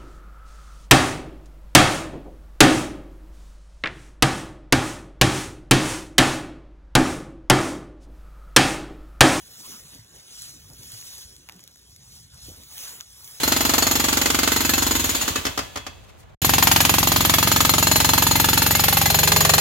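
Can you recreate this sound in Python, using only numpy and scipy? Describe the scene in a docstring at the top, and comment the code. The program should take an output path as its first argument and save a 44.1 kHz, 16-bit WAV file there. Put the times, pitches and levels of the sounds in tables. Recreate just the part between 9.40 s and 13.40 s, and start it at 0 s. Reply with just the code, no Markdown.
"""Straw rustles as a lamb shifts about in its pen, close to a hand-held pair of microphones.
Stalks slide over each other in an airy hiss that swells and fades. Single stalks tick, scrape
and snap, and about halfway through the straw crunches as the lamb presses on it.
The hand holding the microphones adds a low rumble; hand and hooves add a few soft bumps."""
import sys
import numpy as np
from scipy import signal
from scipy.fft import rfft, irfft
from scipy.io import wavfile

SR = 44100
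rng = np.random.default_rng(int(sys.argv[2]) if len(sys.argv) > 2 else 0)


def transcribe(u):
    """Save the signal u as a 16-bit wav file named by the first command-line argument.

    u: samples, shape (n,) or (channels, n), limited to [-1, 1]; the rate is SR.
    q: integer samples, one column per channel.
    """
    v = np.clip(np.atleast_2d(u).T, -1, 1)
    q = np.round(v * 32767).astype(np.int16)
    wavfile.write(sys.argv[1], SR, q)


N = 176400

# How the rustle swells and fades (time [s], hiss level [dB], whoosh level [dB], top treble level [dB])
RUSTLE_LEVELS = [(0, -51.5, -58.5, -58), (.13, -49, -59.5, -52), (.31, -41, -55, -44), (.43, -50, -56, -53),
                 (.56, -47.5, -57, -54), (.61, -54, -64.5, -61), (.69, -56, -62.5, -65.5),
                 (.76, -48, -59, -56), (.84, -51.5, -62.5, -60), (1.02, -40, -59.5, -48.5),
                 (1.1, -43, -60, -48.5), (1.18, -51.5, -61, -58.5), (1.3, -53.5, -64, -55),
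                 (1.54, -42, -56.5, -47), (1.82, -44, -58, -48), (1.87, -49, -64, -59),
                 (2.05, -56.5, -67.5, -66), (2.11, -56.5, -54.5, -72), (2.2, -56.5, -63.5, -68),
                 (2.34, -57.5, -67, -85), (2.5, -54, -70.5, -60), (2.6, -56, -66.5, -65),
                 (2.75, -47, -66, -52.5), (2.88, -55, -69, -66), (2.97, -51, -64.5, -63),
                 (3.07, -43.5, -64, -49.5), (3.16, -49.5, -59, -54), (3.29, -50.5, -60.5, -53),
                 (3.33, -43, -57, -45.5), (3.39, -40.5, -53, -40.5), (3.48, -38.5, -48, -41.5),
                 (3.59, -48, -56, -48), (3.65, -51.5, -67, -61), (3.81, -50, -61.5, -49.5),
                 (3.88, -48.5, -60.5, -45.5), (3.99, -43.5, -58, -48.5)]
# Tone colours of those three parts (frequency [Hz], level [dB])
HISS_COLOUR = [(1000, -18), (2200, -12), (3300, -2.5), (4500, -0.5), (6300, 1), (7500, -2.5), (8500, -2),
               (11000, -5.5), (13000, -31), (16000, -38)]
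WHOOSH_COLOUR = [(200, -17), (450, -6), (900, -1), (1500, 0.5), (2200, -4), (3500, -9.5), (7000, -43)]
TOP_COLOUR = [(7000, -34), (10500, 0.5), (12500, -1.5), (14200, -0.5), (15600, 0), (17000, -22)]
# How the hand's noise swells and fades (time [s], rumble level [dB], rub level [dB])
HAND_LEVELS = [(0, -60.5, -68), (.35, -64, -57), (.43, -57.5, -62), (.56, -57, -56.5), (.68, -63.5, -71),
               (.78, -56.5, -64), (.85, -69.5, -67), (1.03, -58.5, -65.5), (1.35, -54, -60.5),
               (1.71, -61.5, -67), (2.25, -62, -65), (2.33, -68.5, -68), (2.62, -55.5, -69.5),
               (2.88, -55.5, -68.5), (3.12, -53.5, -56.5), (3.32, -62.5, -69.5), (3.59, -63, -59.5),
               (3.67, -61.5, -71.5), (3.99, -61.5, -74)]
# Tone colours of those two parts (frequency [Hz], level [dB])
RUMBLE_COLOUR = [(20, -54), (36, -19), (52, 0.5), (90, -2), (140, -4.5), (200, -13.5), (400, -43),
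                 (1200, -70)]
RUB_COLOUR = [(80, -29), (180, 1), (300, -3.5), (450, -5), (800, -16.5), (2500, -60)]
# Short scrapes (time [s], length [s], level [dB], centre pitch [Hz])
SCRAPES = [(.315, 0.1, -54, 1230), (0.737, 0.075, -57, 422), (1.295, 0.059, -56, 600),
           (2.093, 0.025, -54, 1300), (2.203, 0.021, -49.5, 6500), (2.559, 0.011, -54, 5900),
           (3.083, 0.054, -50, 312), (3.171, 0.086, -55.5, 326), (3.357, 0.27, -47.5, 2920),
           (3.843, 0.016, -38.5, 7000)]
# Thuds of hand and hooves (time [s], pitch [Hz], level [dB], fade time [s])
THUDS = [(0.451, 140, -40, 0.0089), (0.556, 256, -47, 0.013), (0.59, 109.6, -40, 0.019),
         (1.303, 123, -42, 0.014), (1.393, 120, -40, .016), (1.534, 108, -40.5, 0.023),
         (1.852, 76, -42, 0.014), (2.155, 180.3, -43.5, 0.026), (3.061, 105, -43, .018),
         (3.084, 293, -30, 0.0034), (3.086, 89, -37.5, 0.017), (3.19, 215, -49, 0.016)]
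# Stalks breaking or flicking (time [s], knock level [dB], crack level [dB], knock pitch [ratio])
STALK_SNAPS = [(0.548, -75, -45, 2.6), (0.757, -70, -53.5, 2), (1.0196, -67, -37.5, 2.4),
               (1.2998, -57, -46.5, 2.2), (1.3339, -59, -47, 2), (1.4326, -51, -45, 2.3),
               (1.519, -56, -38, 2), (1.6122, -51, -43, 1.4), (1.6245, -51, -47, 1.1),
               (1.9642, -60, -46.5, 1.94), (2.0876, -41.5, -42, 1), (2.095, -41, -42, 0.97),
               (2.1216, -57, -45.5, 1.5), (2.163, -64, -53, 2.3), (2.1925, -55, -51, 1),
               (2.2382, -56, -44.5, 2.04), (2.2759, -53, -44, 2.57), (2.358, -59.5, -51.5, 0.69),
               (2.5619, -52, -46.5, 2.2), (2.9434, -76, -51.5, 1.8), (3.0898, -62, -44.5, 2.3),
               (3.2345, -53, -46, 2.2), (3.38, -62, -37, 3.2), (3.6024, -46, -45, 1.23),
               (3.6081, -39, -33.5, 1.58), (3.6137, -47, -49, 1.34), (3.8432, -67, -52, 4.3),
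               (3.876, -68, -42.5, 3)]
# Tones a stalk rings with at pitch ratio 1 (frequency [Hz], level [dB], fade time [s])
STALK_TONES = [(967, -0.5, 0.0014), (1880, -4.5, 0.0012), (2290, -1, 0.00093), (2970, -3.5, 0.00084)]
# Tone colour of cracking straw (frequency [Hz], level [dB])
CRACK_COLOUR = [(800, -33), (2200, -29), (3500, -1), (6500, 0), (9000, -7), (11500, -2.5), (16000, -5.5)]
# How alike the two microphones sound (frequency [Hz], likeness [0 to 1])
MIC_LIKENESS = [(50, 1), (140, 0.96), (300, 0.75), (700, 0.24), (1500, 0.34), (2600, 1), (3600, 0.81),
                (4600, 1), (9000, 1), (15000, 0.79)]
# How far the wave at the left microphone is ahead (frequency [Hz], phase lead [radians])
LEFT_LEAD = [(0, 0), (300, .05), (1000, .8), (1900, 1.2), (2500, 1.9), (3500, 1.7), (4700, 3.14),
             (6950, 6.28), (8950, 9.42), (11100, 12.57), (13100, 15.71), (15300, 18.85), (17000, 21)]

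CRACK_FADE_S, SNAP_DELAY_S = .0006, .0008
LEAN_RIGHT_DB = [[-.8], [.8]]  # left, right


def gain(db):
    """Turns decibels into a number to multiply a sound by."""
    return 10 ** (np.asarray(db) / 20)


def normalise(x):
    """Scales a signal to an average strength (rms) of 1."""
    return x / np.sqrt(np.mean(x ** 2) + 1e-20)


def look_up(table, hz):
    """Reads between the rows of a frequency table, spacing them as the ear hears pitch."""
    freqs, values = np.transpose(table)
    return np.interp(np.log(hz + 1), np.log(freqs + 1), values)


def loudness_curves(table):
    """Makes one gain curve for each level column of a time table."""
    times, *columns = np.transpose(table)
    return [gain(np.interp(np.arange(N) / SR, times, column)) for column in columns]


def add(mix, start_s, sound):
    """Mixes a stereo sound in at the given time."""
    part = mix[:, round(start_s * SR):][:, :sound.shape[1]]
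    part += sound[:, :part.shape[1]]


def at_microphones(pair, colour):
    """Colours two unrelated signals and blends them into what two spaced microphones hear, at rms 1."""
    size = pair.shape[1]
    hz = np.fft.rfftfreq(size, 1 / SR)
    left, other = rfft(pair) * gain(look_up(colour, hz))
    likeness = np.clip(look_up(MIC_LIKENESS, hz), 0, .995)
    right = likeness * left + np.sqrt(1 - likeness ** 2) * other
    lag = np.exp(-1j * np.interp(hz, *np.transpose(LEFT_LEAD)))
    return normalise(irfft(np.array([left, right * lag]), size))


def patchy(pair, depth_db, width_hz, length_s, size=1024):
    """Narrow bands of pitch come and go, as when different stalks touch."""
    frames = dict(nperseg=size, noverlap=size * 3 // 4)
    spectra = signal.stft(pair, **frames)[2]
    across = np.fft.fftfreq(spectra.shape[1], SR / size)[:, None] * width_hz
    along = np.fft.fftfreq(spectra.shape[2], size / 4 / SR) * length_s
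    blur = np.exp(-(across ** 2 + along ** 2))  # smooths over pitch and time
    patches = np.fft.ifft2(np.fft.fft2(rng.standard_normal(spectra.shape[1:])) * blur).real
    return signal.istft(spectra * gain(depth_db * normalise(patches)), **frames)[1][:, :N]


def flutter(rate_hz, depth_db):
    """Makes a gain that wavers at random, mostly near the given rate."""
    hz = np.fft.rfftfreq(N, 1 / SR)
    band = hz / (hz + rate_hz / 2) / (1 + (hz / rate_hz) ** 2)
    return gain(depth_db * normalise(irfft(rfft(rng.standard_normal(N)) * band, N)))


def soft_noise(colour):
    """Makes gently shifting noise with the given tone colour."""
    noise = patchy(rng.standard_normal((2, N)), depth_db=3.5, width_hz=520, length_s=.082)
    return at_microphones(noise, colour)


def clicks(per_s, spread_db, max_spreads):
    """Scatters clicks of uneven size at random times."""
    sizes = gain(spread_db * np.minimum(rng.exponential(1, (2, N)), max_spreads))
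    return sizes * (rng.random((2, N)) < per_s / SR)


def sliding_stalks(colour, crackle_share=.17):
    """Countless stalks slide, with tiny crackles where they catch."""
    crackles = normalise(clicks(per_s=900, spread_db=-3, max_spreads=4) * rng.choice([-1, 1], (2, N)))
    grain = np.sqrt(crackle_share) * crackles + np.sqrt(1 - crackle_share) * rng.standard_normal((2, N))
    return at_microphones(patchy(grain, depth_db=2.5, width_hz=620, length_s=.06), colour)


def rustle():
    """Moving straw makes a swelling, airy hiss with a softer whoosh below it."""
    hiss_curve, whoosh_curve, top_curve = loudness_curves(RUSTLE_LEVELS)
    hiss = hiss_curve * sliding_stalks(HISS_COLOUR)
    top = gain(-1.5) * top_curve * sliding_stalks(TOP_COLOUR)
    whoosh = gain(-1.5) * whoosh_curve * soft_noise(WHOOSH_COLOUR) * flutter(rate_hz=19, depth_db=.92)
    return (hiss + top + whoosh * gain(LEAN_RIGHT_DB)) * flutter(rate_hz=23.6, depth_db=.67)


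def hand_noise():
    """The hand holding the microphones makes a low rumble and a dull rub."""
    rumble_curve, rub_curve = loudness_curves(HAND_LEVELS)
    rub = gain(.5) * rub_curve * soft_noise(RUB_COLOUR) * gain(LEAN_RIGHT_DB)
    rumble = gain(1.5) * rumble_curve * at_microphones(rng.standard_normal((2, N)), RUMBLE_COLOUR)
    return rumble + rub


def ticks():
    """Settling straw gives off faint, scattered ticks."""
    return gain(-65.5) * at_microphones(clicks(per_s=35, spread_db=-11, max_spreads=1), CRACK_COLOUR)


def scrapes(rise_share=.08):
    """Each scrape is a short puff of noise, strongest around one pitch."""
    out = np.zeros((2, N))
    t = np.arange(8192) / SR
    for start_s, length_s, db, hz in SCRAPES:
        shape = np.interp(t / length_s, [0, rise_share, 1], [0, 1, 0])
        colour = [(hz * 2. ** octave, -13 * abs(octave) ** 1.5) for octave in range(-3, 4)]
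        add(out, start_s, gain(db) * shape * at_microphones(rng.standard_normal((2, t.size)), colour))
    return out


def thuds(rise_s=.0017):
    """Hand and hooves bump softly: each bump is a low tone that dies away fast."""
    out = np.zeros((2, N))
    t = np.arange(SR // 5) / SR
    for start_s, hz, db, fade_s in THUDS:
        shape = (1 - np.exp(-t / rise_s)) * np.exp(-t / fade_s)
        thud = gain(db) * shape * np.sin(2 * np.pi * hz * t)
        add(out, start_s, np.array([thud, thud]))
    return out


def knock(pitch, size=1792, right_delay_s=.000107):
    """A broken stalk rings briefly; the sound reaches the left microphone first."""
    t = np.maximum(np.arange(size) / SR - SNAP_DELAY_S - np.array([[0], [right_delay_s]]), 0)
    ring = np.zeros((2, size))
    for k, (hz, db, fade_s) in enumerate(STALK_TONES):
        fade = np.exp(-t * np.sqrt(pitch) / fade_s)
        ring += (-1) ** k * gain(db) * fade * np.sin(2 * np.pi * hz * pitch * t)
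    brightened = np.gradient(ring, axis=1)
    return normalise(brightened) * np.sqrt(.01 * SR / size)  # as much energy as 10 ms at rms 1


def crack(size=2048, padding=256, tail_db=-20, tail_s=.005):
    """A stalk gives way with a very short, bright burst of noise and a faint tail."""
    t = np.maximum((np.arange(size) - padding) / SR - SNAP_DELAY_S, 0)
    shape = (t > 0) * (np.exp(-t / CRACK_FADE_S) + gain(tail_db) * np.exp(-t / tail_s))
    burst = at_microphones(shape * rng.standard_normal((2, size)), CRACK_COLOUR)
    return burst[:, padding:] * np.sqrt(.01 * SR / size)  # about as much energy as a knock


def snaps(trim_db=-2.5):
    """Single stalks break or flick: a woody knock, higher in thinner stalks, and a bright crack."""
    out = np.zeros((2, N))
    for start_s, knock_db, crack_db, pitch in STALK_SNAPS:
        add(out, start_s, gain(knock_db) * knock(pitch) + gain(crack_db) * crack())
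    return gain(trim_db) * out


def crunch(start_s=2.08, end_s=2.4):
    """The lamb presses on the straw, which gives way in a dense, uneven run of tiny cracks."""
    pressure = np.interp(np.arange(N) / SR, [start_s - .02, start_s, end_s, end_s + .1], [0, 1, 1, 0])
    breaks = clicks(per_s=420, spread_db=2, max_spreads=2)
    fades = signal.lfilter([1], [1, -np.exp(-1 / (CRACK_FADE_S * SR))], breaks)  # a tail for each click
    return gain(-59) * pressure * at_microphones(fades * rng.standard_normal((2, N)), CRACK_COLOUR)


def scene():
    """Adds up the sounds of straw, hand and hooves."""
    return rustle() + hand_noise() + ticks() + scrapes() + thuds() + snaps() + crunch()


def record(dry, cutoff_hz=15850):
    """Cuts away the very highest treble."""
    low_pass = signal.firwin(511, cutoff_hz, window=("kaiser", 9), fs=SR)
    return signal.oaconvolve(dry, low_pass[None], "same")


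dry = scene()
out = record(dry)
transcribe(out)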